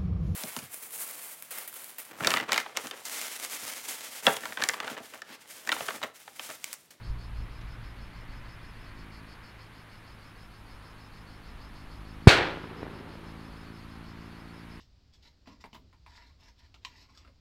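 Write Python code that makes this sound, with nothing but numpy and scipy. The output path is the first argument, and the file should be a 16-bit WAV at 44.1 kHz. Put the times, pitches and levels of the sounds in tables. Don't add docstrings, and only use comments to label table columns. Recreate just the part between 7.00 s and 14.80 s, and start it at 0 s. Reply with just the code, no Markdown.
import sys
import numpy as np
from scipy import signal
from scipy.fft import rfft, irfft, next_fast_len
from scipy.io import wavfile
from scipy.ndimage import map_coordinates

SR = 44100
rng = np.random.default_rng(int(sys.argv[2]) if len(sys.argv) > 2 else 0)


def unload_wav(signal):
    wavfile.write(
        sys.argv[1],
        SR,
        np.round(np.clip(np.atleast_2d(signal).T, -1, 1) * 32767).astype(np.int16),
    )


N = 343980
BLAST_S = 5.2724


def blast(ground_share=0.06):
    direct = shock(BLAST_S, push_s=0.014, rise_s=0.00041)
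    bounce = ground_share * shock(BLAST_S + .0048, push_s=0.0012, rise_s=.0001)
    return amp(21) * butter(direct + bounce, 110.0, "high", order=3)


def shock(start_s, push_s, rise_s):
    t = np.arange(N) / SR - start_s
    u = np.maximum(t, 0) / push_s
    return (1 - u) * np.exp(-u) * (1 + np.tanh(t / rise_s)) / 2


def scatter(build_s=0.0018, hold_s=0.14, sag_db_per_s=71.5, release_db_per_s=109, grain_db=1.4):
    # freq_hz, gain_db
    field_eq = [(30, -4), (130, 2), (250, -0.5), (330, 8.5), (480, 8), (580, 6), (900, 6), (1130, 2.5),
                (1420, 9), (2000, 6.5), (4300, 3), (5400, -5.5), (8000, -11.5), (16000, -34)]
    age = np.maximum(np.arange(N) / SR - BLAST_S, 0)
    held = np.minimum(age, hold_s)
    level_db = -15 - sag_db_per_s * held - release_db_per_s * (age - held)
    field = shaped(rng.standard_normal(N) * amp(grain_db * wobble(400)), field_eq)
    hz, t, spectra = signal.stft(field, SR, nperseg=512)
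    loss_db_per_khz = np.interp(t - BLAST_S, [0, hold_s], [-0.5, 3.1])
    air = amp(-np.outer(np.minimum(hz, 7000) / 1000, loss_db_per_khz))
    power = np.mean(np.abs(spectra) ** 2, axis=1, keepdims=True)
    air = air / np.sqrt(np.sum(power * air ** 2, axis=0))
    tail = unit(signal.istft(spectra * air, nperseg=512)[1][:N])
    return (1 - np.exp(-age / build_s)) * amp(level_db) * tail


def ringing(attack_s=0.0034):
    # pitch_hz, level_db, t60_s
    modes = [(680, -27, .3), (1232, -28, .3), (1367, -24, .25), (1407, -23, .25), (1485, -24, .25),
             (1609, -24, .25), (2266, -21, .25), (2412, -25, .25), (2607, -22, .25), (3513, -27, .22),
             (3896, -27, .22), (4394, -27, .2), (4446, -28, .2)]
    t = np.arange(SR) / SR
    clang = np.zeros(SR)
    for hz, db, t60 in modes:
        drift = rng.uniform(0, 2 * np.pi) + .9 * wobble(70)[:SR]
        clang += amp(db - 60 * t / t60) * np.sin(2 * np.pi * hz * t + drift)
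    out = np.zeros(N)
    out[int(BLAST_S * SR):][:SR] = clang * (1 - np.exp(-t / attack_s))
    return out


def echoes():
    # start_s, peak_db, cutoff_hz
    slaps = [(5.5723, -26.5, 1492), (5.8303, -22.5, 1150), (5.8542, -34, 1300), (5.867, -29, 1000),
             (6.154, -36, 1100)]
    out = np.zeros(N)
    for start_s, peak_db, cutoff_hz in slaps:
        click = shock(start_s, push_s=0.002, rise_s=0.000099)
        click = butter(click, cutoff_hz, "low", order=2)
        click = butter(click, 220, "high", order=2)
        out -= amp(peak_db) * click / np.abs(click).max()
    return out


def woods(peak_s=5.803, peak_db=-43, rise_db_per_s=40, fall_db_per_s=23.5, grain_db=2.0):
    # freq_hz, gain_db
    roll_eq = [(40, -18), (130, -3), (250, -3), (340, 3.5), (480, -1), (620, -10), (900, -6), (1500, -10.5),
               (2500, -17), (4300, -25), (9000, -70)]
    t = np.arange(N) / SR
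    level_db = peak_db + np.minimum(rise_db_per_s * (t - peak_s), fall_db_per_s * (peak_s - t))
    roll = shaped(rng.standard_normal(N) * amp(grain_db * wobble(120)), roll_eq)
    return (t > BLAST_S) * amp(level_db) * roll


def engine(jitter_s=.00005, spread_db=1.03, fade_db=0.9, lope_db=-6.5):
    # time_s, firing_hz
    speed = [(0, 57.16), (1.2, 56.24), (1.75, 55.47), (2.1, 53.55), (2.5, 53.88), (3.2, 52.97),
             (4.9, 52.16), (6.2, 54.46), (7.8, 56.91)]
    # freq_hz, gain_db
    throb_eq = [(20, -23), (55, 6.5), (112, 6.5), (170, -9.5), (230, -43), (500, -41), (1500, -100)]
    # time_s, level_db
    throb_fader = [(0, -45.5), (.8, -53), (1.4, -56), (2.1, -63), (2.6, -56), (4.3, -59), (5.5, -57.5),
                   (7, -59.5), (7.8, -70)]
    # freq_hz, gain_db
    bark_eq = [(25, -27), (55, -25), (110, -3.5), (165, 3.5), (222, 1.5), (280, -1), (335, -3.5),
               (390, -11), (520, -19.5), (900, -50), (2500, -90)]
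    # time_s, level_db
    bark_fader = [(0, -60), (1.75, -62), (2.1, -52), (2.5, -64), (3.2, -64.5), (5, -55.5), (5.2, -48),
                  (6.4, -49), (7.8, -50.3)]
    cycles = np.cumsum(curve(speed)) / SR
    firings = np.flatnonzero(np.diff(np.floor(cycles)))
    late, size = rng.standard_normal((len(firings), 2)).T
    onsets = np.clip(firings + (late * jitter_s * SR).astype(int), 0, N - 1)
    pulses = np.zeros(N)
    pulses[onsets] = amp(spread_db * size)
    pulses = butter(pulses, 63, "high", order=2)
    throb = amp(curve(throb_fader) + fade_db * wobble(8.4)) * shaped(pulses, throb_eq)
    bark_db = curve(bark_fader)
    bark = amp(bark_db + fade_db * wobble(9.5)) * shaped(butter(pulses, 496, "low", order=4), bark_eq)
    lope = unit(np.sin(3 * np.pi * cycles + wobble(6)))
    return throb + bark + amp(bark_db + lope_db + 0.69 * wobble(8.7)) * lope


def wind(gust_half_s=0.052):
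    # freq_hz, gain_db
    rumble_eq = [(10, -2.5), (28, 0), (55, 4.5), (80, -13), (110, -7), (200, -23.5), (400, -36),
                 (1500, -74)]
    # time_s, level_db
    breeze = [(0, -40.5), (1.5, -44.5), (2, -47.5), (2.5, -54.5), (3.2, -55.5), (3.6, -50.5), (4.2, -51),
              (4.75, -45), (5.6, -52.5), (7.8, -55.5)]
    # peak_s, boost_db
    gusts = [(.12, 5), (.41, 5.5), (.84, 2)]
    t = np.arange(N) / SR
    gusts_db = sum(db * np.exp(-((t - s) / gust_half_s) ** 2) for s, db in gusts)
    return amp(curve(breeze) + gusts_db + 1.9 * wobble(9.0)) * noise(rumble_eq)


def jet():
    # freq_hz, gain_db
    rush_eq = [(60, 4.5), (250, 4.5), (450, -1.5), (700, -2), (1050, 2), (1500, -1.5), (2200, -5),
               (3200, -9.5), (4200, -12), (5800, -24), (8000, -31.5), (16000, -48)]
    # time_s, level_db
    rush_fader = [(0, -52), (2, -53), (3.2, -54), (4.8, -52), (6.2, -51), (7.8, -52)]
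    # freq_hz, gain_db
    hiss_eq = [(400, -32), (1000, -9.5), (1600, 1.5), (2300, -1.5), (3500, -11.5), (7000, -46),
               (16000, -60)]
    # time_s, level_db
    hiss_fader = [(0, -66), (.7, -58.5), (1.8, -56.5), (3, -61), (4.5, -70), (7, -66.5), (7.8, -58.5)]
    rush = amp(curve(rush_fader) + 0.31 * wobble(6.2)) * noise(rush_eq)
    hiss = amp(curve(hiss_fader) + 0.26 * wobble(9)) * noise(hiss_eq)
    return rush + hiss


def crickets():
    # first_chirp_s, chirps_per_s
    low_tempo = [(.066, 6.365), (1.637, 8.075), (2.008, 6.51), (5.085, 5.7), (6.135, 7.42)]
    high_tempo = [(.082, 6.271), (3.271, 6.54), (5.11, 5.7), (5.81, 6.25)]
    # pitch_hz, width_hz, gain_db
    low_wing = [(4220, 140, -5), (4437, 89, 0.5), (4720, 100, -3), (6300, 1700, -24)]
    high_wing = [(5036, 67, 2.5), (5206, 48, 3.5), (5440, 25, 1), (6550, 780, -18)]
    # time_s, level_db
    low_fader = [(.1, -59.5), (.6, -69), (1.1, -62), (1.7, -68), (2.15, -59.5), (2.6, -65), (4, -66),
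                 (4.9, -62.5), (5.8, -70), (6.4, -63.5), (7.8, -67)]
    low = cricket(low_tempo, low_wing, curve(low_fader), half_s=0.044, rasp_db=-1, uneven_db=-0.5)
    high = cricket(high_tempo, high_wing, level_db=-66, half_s=0.046, rasp_db=0.5, uneven_db=1.1)
    return low + high


def cricket(tempo, wing, level_db, half_s, rasp_db, uneven_db):
    t = np.arange(0, N / SR, 1 / 1000)
    teeth = amp(rasp_db * wobble(300)) * rng.standard_normal(N)
    ends = [s for s, _ in tempo[1:]] + [N / SR + .1]
    runs = [np.arange(s, end - .5 / rate, 1 / rate) for (s, rate), end in zip(tempo, ends)]
    strokes = sum(np.exp(-np.abs((t - s) / half_s) ** 4) for s in np.concatenate(runs))
    envelope = np.interp(np.arange(N) / SR, t, strokes)
    return amp(level_db + uneven_db * wobble(5.3)) * envelope * resonant(teeth, wing)


def tick():
    # start_s, level_db, t60_s
    snap = (.612, -54.5, 0.071)
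    start_s, level_db, t60_s = snap
    t = np.arange(N) / SR - start_s
    body = resonant(rng.standard_normal(N), [(3760, 700, 0), (6000, 1200, -11)])
    return (t > 0) * amp(level_db - 60 * np.abs(t) / t60_s) * body


def meadow(trill_hz=11601, pulse_hz=48, pause_s=7.13, pause_half_s=0.076, pause_db=-14):
    # freq_hz, gain_db
    bed_eq = [(3000, -22), (5800, -1.5), (7400, -3), (8100, -5), (12000, -4), (16000, -7.5)]
    # pitch_hz, width_hz, gain_db
    insects = [(8600, 120, -4), (8960, 200, -2.5), (9600, 330, -2), (10000, 110, 0), (10400, 70, -2),
               (10540, 70, -5), (10890, 170, -5), (11620, 310, -4.5)]
    t = np.arange(N) / SR
    sizzle_db = -76 + pause_db * np.exp(-((t - pause_s) / pause_half_s) ** 2)
    trill = (1 + np.sin(2 * np.pi * pulse_hz * t)) * np.sin(2 * np.pi * trill_hz * t + wobble(25))
    sizzle = amp(sizzle_db + 0.57 * wobble(4)) * resonant(rng.standard_normal(N), insects)
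    return amp(-74) * noise(bed_eq) + sizzle + amp(-84.5) * unit(trill)


def amp(db):
    return 10 ** (np.asarray(db) / 20)


def unit(x):
    return x / np.sqrt(np.mean(x ** 2) + 1e-20)


def curve(points):
    return np.interp(np.arange(N) / SR, *np.transpose(points))


def wobble(rate):
    return map_coordinates(rng.standard_normal(int(N * rate / SR) + 4), [np.arange(N) * rate / SR])


def filtered(x, response):
    size = next_fast_len(N + SR // 2)
    return irfft(rfft(x, size) * response(np.fft.rfftfreq(size, 1 / SR)), size)[:N]


def shaped(x, eq):
    freq_hz, gain_db = np.transpose(eq)
    return unit(filtered(x, lambda hz: amp(np.interp(np.log(hz + 1), np.log(freq_hz + 1), gain_db))))


def noise(eq):
    return shaped(rng.standard_normal(N), eq)


def resonant(x, modes):
    power = lambda f: sum(amp(db) ** 2 / (1 + ((f - hz) / width) ** 2) ** 2 for hz, width, db in modes)
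    return unit(filtered(x, lambda f: np.sqrt(power(f))))


def butter(x, hz, kind, order):
    return signal.sosfilt(signal.butter(order, hz, kind, fs=SR, output="sos"), x)


def scene():
    bang = blast() + ringing() + scatter() + woods() + echoes()
    return (bang + crickets() + engine() + wind() + jet() + meadow() + tick())[None]


def record(dry):
    top_hz = 15750
    clipped = np.clip(dry[0], -1, 1)
    return filtered(clipped, lambda hz: np.clip((top_hz - hz) / 200 + .5, 0, 1))[None]


dry = scene()
out = record(dry)
unload_wav(out)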